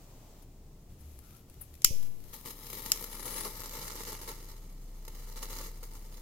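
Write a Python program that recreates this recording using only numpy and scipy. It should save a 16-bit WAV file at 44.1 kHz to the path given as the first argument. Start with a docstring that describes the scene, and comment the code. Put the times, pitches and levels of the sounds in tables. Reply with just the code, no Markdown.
"""Lighting a firecracker fuse

A lighter clicks and lights a fuse close to a phone in a quiet, tiled room. Powder sizzles and spits,
escaping gas hisses, the trigger springs back, and the flame creeps along the cord, sinking and flaring.
Fingers rustle and tick on the plastic casing; a fan throbs very low in the background."""
import sys
import numpy as np
from scipy import signal
from scipy.fft import rfft, irfft
from scipy.io import wavfile

SR = 44100
rng = np.random.default_rng(int(sys.argv[2]) if len(sys.argv) > 2 else 0)


def waveform_to_disk(signal):
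    """Save audio, clipped to [-1, 1], as 16-bit WAV at the path in sys.argv[1]."""
    frames = np.transpose(np.atleast_2d(signal))
    scaled = np.clip(frames, -1, 1) * 32767
    samples = np.round(scaled).astype(np.int16)
    wavfile.write(sys.argv[1], SR, samples)


N = 273861
T = np.arange(N) / SR
HZ = np.fft.rfftfreq(N, 1 / SR)


def amp(db):
    return 10 ** (np.asarray(db) / 20)


def unit_rms(x):
    return x / np.sqrt(np.mean(x ** 2) + 1e-20)


def spectrum(points, hz=HZ):
    """Interpolate (Hz, value) rows on a log-frequency axis."""
    knots_hz, values = np.transpose(points)
    return np.interp(np.log(hz + 1), np.log(knots_hz + 1), values)


def curves(rows):
    """Interpolate (seconds, values..) rows: one curve per value column."""
    times_s, *columns = np.transpose(rows)
    return [np.interp(T, times_s, column) for column in columns]


def pan(balance_db):
    """Constant-power stereo gains; positive is left."""
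    ratio = np.atleast_1d(amp(balance_db))
    return np.array([ratio, np.ones_like(ratio)]) * np.sqrt(2 / (1 + ratio ** 2))


def colour(x, shape_db):
    """Filter that keeps the power of white noise: only the shape counts."""
    return irfft(rfft(x) * unit_rms(amp(shape_db)), N)


def noise():
    """Stereo white noise, alike in the bass."""
    # Each row: frequency in Hz, left-right correlation.
    coherence = [(100, 0.99), (300, 0.95), (640, 0.79), (1100, 0.32), (1550, 0.18), (2150, 0.44),
                 (4100, 0.14), (5900, -0.17), (7400, 0.033), (15000, 0)]
    left, other = rfft(rng.standard_normal((2, N)))
    alike = np.clip(spectrum(coherence), -1, 1)
    return irfft(np.array([left, alike * left + np.sqrt(1 - alike ** 2) * other]), N)


def burst(start_s, decay_s, rise_s):
    """Envelope: quick rise, exponential fall."""
    age_s = np.arange(SR // 5) / SR
    out = np.zeros(N)
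    span = out[round(start_s * SR):][:len(age_s)]
    span += ((1 - np.exp(-age_s / rise_s)) * np.exp(-age_s / decay_s))[:len(span)]
    return out


def swell(start_s, hold_s, rise_s, fall_s):
    """Envelope: attack, hold, release."""
    age_s = np.maximum(T - start_s, 0)
    return (1 - np.exp(-age_s / rise_s)) * np.exp(-np.clip((age_s - hold_s) / fall_s, 0, 30))


def shower(per_s, decay_s, spread_db):
    """Power of random bursts of unequal size, mean 1."""
    sizes = amp(spread_db * np.minimum(rng.exponential(1, N), 4)) ** 2
    hits = sizes * (rng.random(N) < per_s / SR)
    power = signal.lfilter([1], [1, -np.exp(-1 / (decay_s * SR))], hits)
    return power / power.mean()


def wander(step_s):
    """Random drift, a new value every step."""
    knots_s = np.arange(0, T[-1] + step_s, step_s)
    return np.interp(T, knots_s, rng.standard_normal(N)[:len(knots_s)])


def resonance(x, hz, width_hz):
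    """Double-pole resonance at unit RMS; hz may be a curve."""
    carrier = np.exp(2j * np.pi * np.cumsum(hz * np.ones(N)) / SR)
    pole = np.exp(-np.pi * width_hz / SR)
    baseband = signal.lfilter([1], np.poly([pole, pole]), x / carrier)
    return unit_rms((carrier * baseband).real)


def room(x):
    """Diffuse tail; the bass rings longest."""
    # Each row: frequency in Hz, T60 in seconds.
    reverb_times = [(200, 0.86), (1000, 0.31), (4000, 0.52), (8000, 0.41), (15000, 0.55)]
    t = T[:SR * 3 // 4]
    hz, age_s, frames = signal.stft(noise()[:, :len(t)], SR, nperseg=256)
    decay = amp(-60 * age_s / spectrum(reverb_times, hz)[:, None])
    tail = signal.istft(frames * decay, SR, nperseg=256)[1][:, :len(t)]
    tail *= np.clip(t / 0.0057, 0, 1) * (1 + 3.3 * np.exp(-t / 0.017))  # near walls answer first
    return signal.fftconvolve(x, tail / np.linalg.norm(tail[0]), axes=1)[:, :N]


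def background(air_db=-56.5, fan_hz=30.5):
    """Low room air, faint hiss and a fan's throb."""
    # Spectra. Each row: frequency in Hz, relative density in dB.
    air_shape = [(20, -3.5), (45, -2.5), (70, -3.5), (120, 0.5), (200, -8), (300, -11), (450, -13.5),
                 (600, -35.5), (1000, -36), (1600, -53), (4000, -46)]
    hiss_shape = [(200, 6), (600, 13), (1100, 6), (1600, -1), (4000, -1.5), (7200, 1.5), (9000, -4),
                  (12000, -2.5), (16000, -0.5)]
    # Envelopes. Each row: time in seconds, level in dB.
    hiss_levels = [(0, -59), (.41, -60), (.44, -65), (2.2, -65.5), (6.2, -63)]
    fan_levels = [(0, -55), (.75, -54), (1.35, -65), (3.1, -48), (4.1, -48), (5.5, -42), (6.2, -46)]
    fan = np.sqrt(2) * amp(curves(fan_levels)[0]) * np.sin(2 * np.pi * fan_hz * T)
    hiss = amp(curves(hiss_levels)[0]) * colour(noise(), spectrum(hiss_shape))
    return amp(air_db) * colour(noise(), spectrum(air_shape)) + hiss + fan


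def grip_envelopes():
    """Each shift of grip swells and fades in rustle, rumble, drone and scrape."""
    # Each row: start and hold in seconds, then rustle, rumble, drone and scrape in dB.
    grips = [(0.887, 0.041, -77, -53, -54, -88), (0.976, 0.22, -62, -70, -52.5, -85),
             (1.217, 0.16, -60.5, -74, -64, -72), (1.474, 0.15, -68, -54, -59, -90),
             (1.59, .25, -64.5, -61, -61, -88), (1.923, .14, -55, -55.5, -70, -80),
             (2.1, 0.28, -64.5, -62, -68, -87)]
    power = sum((amp(levels_db)[:, None] * swell(start_s, hold_s, rise_s=0.0098, fall_s=0.053)) ** 2
                for start_s, hold_s, *levels_db in grips)
    return np.sqrt(power)


def casing(drone, scrape):
    """Sliding skin sets the phone's case droning and scraping."""
    friction = noise()
    low = drone * resonance(friction, hz=71.8, width_hz=11)
    return low + scrape * resonance(friction, hz=1320, width_hz=250) * pan(4.0)


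def fingers(rustle, rumble, tremor_db=-63):
    """Skin rubs and ticks on plastic while the hand jostles the phone."""
    # Each row: start in seconds, level in dB, decay in seconds, brightness from 0 to 1.
    ticks = [(.42, -50.5, 0.011, 0.3), (1.005, -54, 0.012, 1), (1.1897, -40.5, 0.0013, 0.77),
             (1.367, -48, .0018, .5), (1.498, -45.5, 0.0019, 0.7), (1.542, -49, .0017, 0.1),
             (1.609, -35, 0.011, 0.99), (1.7402, -45, .0024, 0), (1.752, -46.5, .003, 0),
             (2.028, -41.5, .0037, 0), (2.239, -49, 0.0041, 0)]
    # Spectra. Each row: frequency in Hz, relative density in dB.
    rustle_shape = [(300, -1), (1400, -4.5), (2500, -1.5), (5000, -0.5), (7000, 1), (8500, -5),
                    (12000, 4.5), (16000, -6)]
    slip_shape = [(1000, -18.5), (7000, -32), (9300, -5.5), (11000, -4), (14000, -8.5), (16000, -18)]
    rumble_shape = [(20, -9), (52, -8), (70, -0.5), (92, -7), (130, -7), (250, -25), (600, -40.5)]
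    dull, sharp = np.zeros((2, N))
    for start_s, db, decay_s, brightness in ticks:
        touch = amp(db) * burst(start_s, decay_s, rise_s=0.0002 + 45 * decay_s ** 2)  # long slips: soft
        dull += np.sqrt(1 - brightness) * touch
        sharp += np.sqrt(brightness) * touch
    grain = np.sqrt(0.55 + 0.13 * shower(per_s=150, decay_s=0.0006, spread_db=4.0))
    rub = colour(noise() * np.hypot(rustle * grain, dull), spectrum(rustle_shape))
    slip = colour(noise() * sharp, spectrum(slip_shape))
    jostle = np.hypot(rumble, amp(tremor_db)) * colour(noise(), spectrum(rumble_shape))
    return (rub + slip) * pan(3.9) + jostle


def ignition(flutter_db=-45.0):
    """Gas catches with a soft low pop and a brief flutter of flame."""
    # Spark, catching gas, hot air. Each row: start in seconds, peak pressure, rise in seconds, pan in dB.
    pulses = [(1.8458, -0.051, 0.0011, 23), (1.845, -0.032, 0.016, 24), (1.908, -0.049, 0.0024, 2),
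              (1.882, 0.056, 0.1, 27)]
    pop = np.zeros((2, N))
    for start_s, pressure, rise_s, pan_db in pulses:
        age = np.maximum((T - start_s) / rise_s, 0)
        pop += pan(pan_db) * pressure * age ** 2 * np.exp(2 * (1 - age))
    flame_db = spectrum([(40, -6), (170, -4), (350, -6), (560, -1), (800, -27), (3000, -47)])
    flutter = colour(noise(), flame_db) * burst(1.902, decay_s=0.029, rise_s=0.003)
    return pop + amp(flutter_db) * flutter


def lighter():
    """The trigger goes down, snaps and springs back: each click cracks, rings the body and echoes."""
    # Each row: start in seconds, ring and crack in dB, T60 factor, room send in dB, tilt in dB/octave.
    clicks = [(1.8194, -38.5, -35, 0.72, -4, 0), (1.844, -22, -37, 0.66, -16, -3),
              (1.846, -1, -10, 0.8, -10.5, -0.5), (1.8480, -10, -14.5, 0.77, -15, -4),
              (1.8497, -17, -38, 0.68, -15, -7.5), (2.9185, -3, -15.5, 0.46, -13.5, -1.5),
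              (2.9213, -18, -24, 0.82, -21, -7)]
    # Body modes. Each row: frequency in Hz, relative level in dB, base T60 in seconds, pan in dB.
    modes = [(1350, -22, 0.0032, 5), (2140, -23, 0.0035, 0), (3010, -18.5, 0.013, 22),
             (3540, -28, 0.0047, 12), (4680, -7, 0.0084, 2), (5320, -10, 0.013, -6),
             (6250, -19.5, 0.0077, -15), (7100, -7.5, 0.016, -9), (8000, -17, 0.013, 1.5),
             (9300, -17.5, 0.011, 3), (11180, -9.5, 0.018, 1.5), (11930, -9.5, 0.012, 4.5),
             (12600, -2, 0.0096, 9), (14590, -10, 0.014, 7)]
    # Spectra of the crack and of sideways radiation. Each row: frequency in Hz, relative level in dB.
    crack_shape = [(100, -20), (800, -10.5), (1500, -0.5), (3500, 5), (8000, 9), (11000, -3.5),
                   (16000, -16)]
    sideways_shape = [(300, -17.5), (1500, -25), (2200, -6.5), (3000, -2.5), (3900, -11), (5400, 4.5),
                      (6700, 3), (8600, -5), (11800, 1), (13500, -4), (16000, -8)]
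    t = np.arange(SR // 20) / SR
    cracks = sum(amp(db) * burst(start_s, decay_s=0.0015, rise_s=0.0001) for start_s, _, db, *_ in clicks)
    direct = colour(noise() * cracks, spectrum(crack_shape)) * pan(6.4)
    send = np.zeros((2, N))
    for start_s, ring_db, _, t60_factor, send_db, tilt_db in clicks:
        ring = np.zeros((2, len(t)))
        for hz, db, t60_s, pan_db in modes:
            envelope = amp(db + tilt_db * np.log2(hz / 7000) - 60 * t / (t60_s * t60_factor))
            ring += pan(pan_db) * envelope * np.sin(2 * np.pi * (hz * t + rng.random((2, 1))))
        onset = round(start_s * SR)
        direct[:, onset:onset + len(t)] += amp(ring_db) * ring * (1 - np.exp(-t / 0.00028))
        send[:, onset] += amp(ring_db + send_db) * np.linalg.norm(ring[0])
    return direct + room(colour(send, spectrum(sideways_shape))) * pan(-3.5)


def scatter(x, paths=5, sway_s=0.00006, step_s=0.45):
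    """Hand and casing reflect the treble; the paths sway, so ripples slide through the hiss."""
    treble = irfft(rfft(x) / (1 + (2600 / (HZ + 1)) ** 4), N)
    knots_s = np.arange(0, T[-1] + 1, step_s)
    out = x.copy()
    for side in range(2):
        for delay_s in rng.uniform(0.000789, 0.005, paths):
            sway = np.interp(T, knots_s, rng.standard_normal(len(knots_s)))
            out[side] += 0.29 * np.interp(T - delay_s - sway_s * sway, T, treble[side])
    return out


def corner_ripple_db():
    """Echoes off the floor and a cardboard wall add and cancel."""
    # Each row: centre and half width in Hz, gain in dB.
    bands = [(190, 15, 5), (461, 107, 4), (707, 107, -12), (878, 46, 7), (1283, 150, 3), (1530, 115, -6.5),
             (2180, 240, 2), (2514, 127, -12), (3310, 190, -5), (3750, 150, -3), (4000, 85, 3),
             (6590, 170, 5), (8000, 280, -8), (9950, 130, 3.5)]
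    return sum(db * np.exp(-((HZ - hz) / width_hz) ** 2) for hz, width_hz, db in bands)


def hand_shield(x, hz=1520, width_hz=166):
    """The echo of the hand shielding the tip cancels part of one band common to both channels."""
    # Each row: time in seconds, share cancelled.
    depths = [(2.3, 0.9), (3.05, 0.6), (3.5, 0.3)]
    common = irfft(rfft(x.mean(0)) * np.exp(-((HZ - hz) / width_hz) ** 2), N)
    return x - curves(depths)[0] * common


def burn_envelope(lit_s=2.16, catch_s=0.11):
    """Powder burns unevenly: pockets flare over a base roughened by surges, puffs and snaps."""
    # The base burn builds, sinks and revives. Each row: time in seconds, level in dB.
    base_levels = [(2.2, -67), (2.57, -60.5), (2.76, -51.5), (2.95, -51.5), (3.21, -51), (3.3, -46.5),
                   (3.46, -48), (3.52, -52.5), (3.76, -47.5), (4.12, -48.5), (4.19, -52), (4.55, -62.5),
                   (4.76, -68), (5.02, -66.5), (5.14, -60.5), (5.62, -54), (5.75, -62.5), (6.21, -61.5)]
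    # Each row: start in seconds, level in dB, hold in seconds.
    pockets = [(2.327, -51.5, 0.025), (2.449, -51.5, 0.035), (2.498, -55.5, .016), (3.264, -54, .017),
               (3.353, -45, 0.011), (3.439, -43, 0.02), (4.07, -46.5, 0.026), (4.274, -47.5, 0.035),
               (4.48, -56.5, 0.035), (5.145, -54, .012), (5.363, -49, 0.009), (5.419, -49, 0.013),
               (5.491, -53, 0.081), (5.58, -51, 0.083), (5.827, -56.5, .008), (5.941, -58, 0.022)]
    flares = sum(amp(db) * swell(start_s, hold_s, rise_s=0.003, fall_s=0.026)
                 for start_s, db, hold_s in pockets)
    burn = np.hypot(amp(curves(base_levels)[0]), flares) * np.clip((T - lit_s) / catch_s, 0, 1)
    surges = shower(per_s=45, decay_s=0.011, spread_db=1.2)
    puffs = shower(per_s=300, decay_s=0.0025, spread_db=2.6)
    snaps = shower(per_s=700, decay_s=0.00015, spread_db=5.5)
    return burn * np.sqrt(0.19 + 0.23 * surges + 0.42 * puffs + 0.37 * snaps)


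def sizzle(burn, spits, burn_gain_db=1.0, spit_gain_db=-3.5):
    """Burning powder, bursting grains and dull gusts of gas from the cord."""
    # Spectra. Each row: frequency in Hz, relative density in dB.
    powder_shape = [(60, -9), (180, 0.5), (450, 2), (1000, 1.5), (2000, -2), (3300, -4.5), (5200, -2.5),
                    (7000, -5), (8200, -1), (10000, -11), (16000, -28.5)]
    gust_shape = [(100, -37), (450, 5), (1200, 1), (1700, -8), (4000, -35)]
    # Each row: start in seconds, level in dB.
    gust_events = [(3.263, -40.5), (3.454, -35.5), (4.296, -42.5), (5.593, -41.5), (5.827, -48.5)]
    gusts = sum(amp(db) * burst(start_s, decay_s=0.012, rise_s=0.0026) for start_s, db in gust_events)
    powder_db = spectrum(powder_shape) + corner_ripple_db()
    grain_db = powder_db + spectrum([(300, -5.5), (1500, -6.5)])
    out = amp(burn_gain_db) * colour(noise() * burn, powder_db)
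    out += amp(spit_gain_db) * colour(noise() * spits, grain_db)
    return out + colour(noise() * gusts, spectrum(gust_shape) + corner_ripple_db())


def jet(burn, spits, spit_gain_db=-5.5, stray_hz=450):
    """Gas escapes with a bright rush, a broad whistle and a rasp that change as the tip burns open."""
    # Each row: frequency in Hz, relative density in dB.
    rush_shape = [(5000, -30.5), (8000, -17.5), (9800, -6.5), (12500, -3), (14000, -5), (16000, -7.5)]
    # Each row: time in seconds, gain on the burn in dB, whistle in Hz, whistle and rasp re rush in dB.
    vent = [(2.3, 1, 12600, -3, -11.5), (2.85, 0.5, 12200, -2.5, -9.5), (3.15, -3, 11100, 1, -15),
            (3.42, -3, 10600, 1.5, -14), (3.6, -6.5, 12200, 4.5, -25), (4.3, -3, 11900, -4.5, -24),
            (6.2, -1, 13000, -8, -39)]
    gain_db, whistle_hz, whistle_db, rasp_db = curves(vent)
    rush = colour(noise(), spectrum(rush_shape) + corner_ripple_db())
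    whistle = resonance(noise(), whistle_hz + stray_hz * wander(step_s=0.07), width_hz=1900)
    rasp = 1.09 * resonance(noise(), hz=3650, width_hz=1600)
    rasp += 0.31 * resonance(noise(), hz=5730, width_hz=2000)
    drive = np.hypot(amp(gain_db) * burn, amp(spit_gain_db) * spits)
    return drive * (rush + amp(whistle_db) * whistle + amp(rasp_db) * rasp)


def fuse():
    """One sputtering burn drives both sizzle and jet; the flame drifts slightly right."""
    # Single powder grains bursting. Each row: start in seconds, level in dB, decay in seconds.
    grains = [(2.457, -39, 0.0056), (2.505, -37.5, 0.0065), (2.668, -36, 0.0025), (2.7, -35, .004),
              (2.7295, -34.5, 0.0053), (2.794, -30.5, 0.0016), (2.86, -29, 0.0035), (3.0145, -30, 0.0011),
              (3.041, -30.5, 0.0031), (3.2556, -31, 0.0035), (3.407, -29.5, 0.0034), (4.214, -37.5, 0.0044),
              (5.0502, -40.5, .0028), (5.079, -36.5, .0045), (5.297, -43, 0.0032), (5.428, -32.5, 0.0074),
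              (5.8299, -39, 0.0031)]
    # Each row: time in seconds, pan in dB.
    flame_path = [(3.4, -0.2), (3.8, -2.4)]
    burn = burn_envelope()
    spits = sum(amp(db) * burst(start_s, decay_s, rise_s=0.00069) for start_s, db, decay_s in grains)
    flame = hand_shield(sizzle(burn, spits)) + jet(burn, spits) * pan(9.2)
    return scatter(flame) * pan(curves(flame_path)[0])


def scene():
    """Fuse, fingers and lighter close by, in a quiet room."""
    rustle, rumble, drone, scrape = grip_envelopes()
    close = fuse() + fingers(rustle, rumble)
    return lighter() + ignition() + close + amp(-12.5) * room(close) + casing(drone, scrape) + background()


def record(dry, cutoff_hz=15900):
    """Left microphone is bright, right favours the upper mids; clipping and low-pass follow."""
    # Each row: frequency in Hz, left over right in dB.
    mic_balance = [(600, 1), (2000, 3), (3200, -2.5), (5000, -2.5), (7200, -2.5), (8300, 5), (10000, 9.5),
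                   (12000, 10.5), (14000, 11), (16000, 14)]
    clipped = np.clip(irfft(rfft(dry) * pan(spectrum(mic_balance)), N), -1, 1)
    lowpass = signal.firwin(401, cutoff_hz, window=("kaiser", 8), fs=SR)
    return signal.oaconvolve(clipped, lowpass[None], "same")


dry = scene()
out = record(dry)
waveform_to_disk(out)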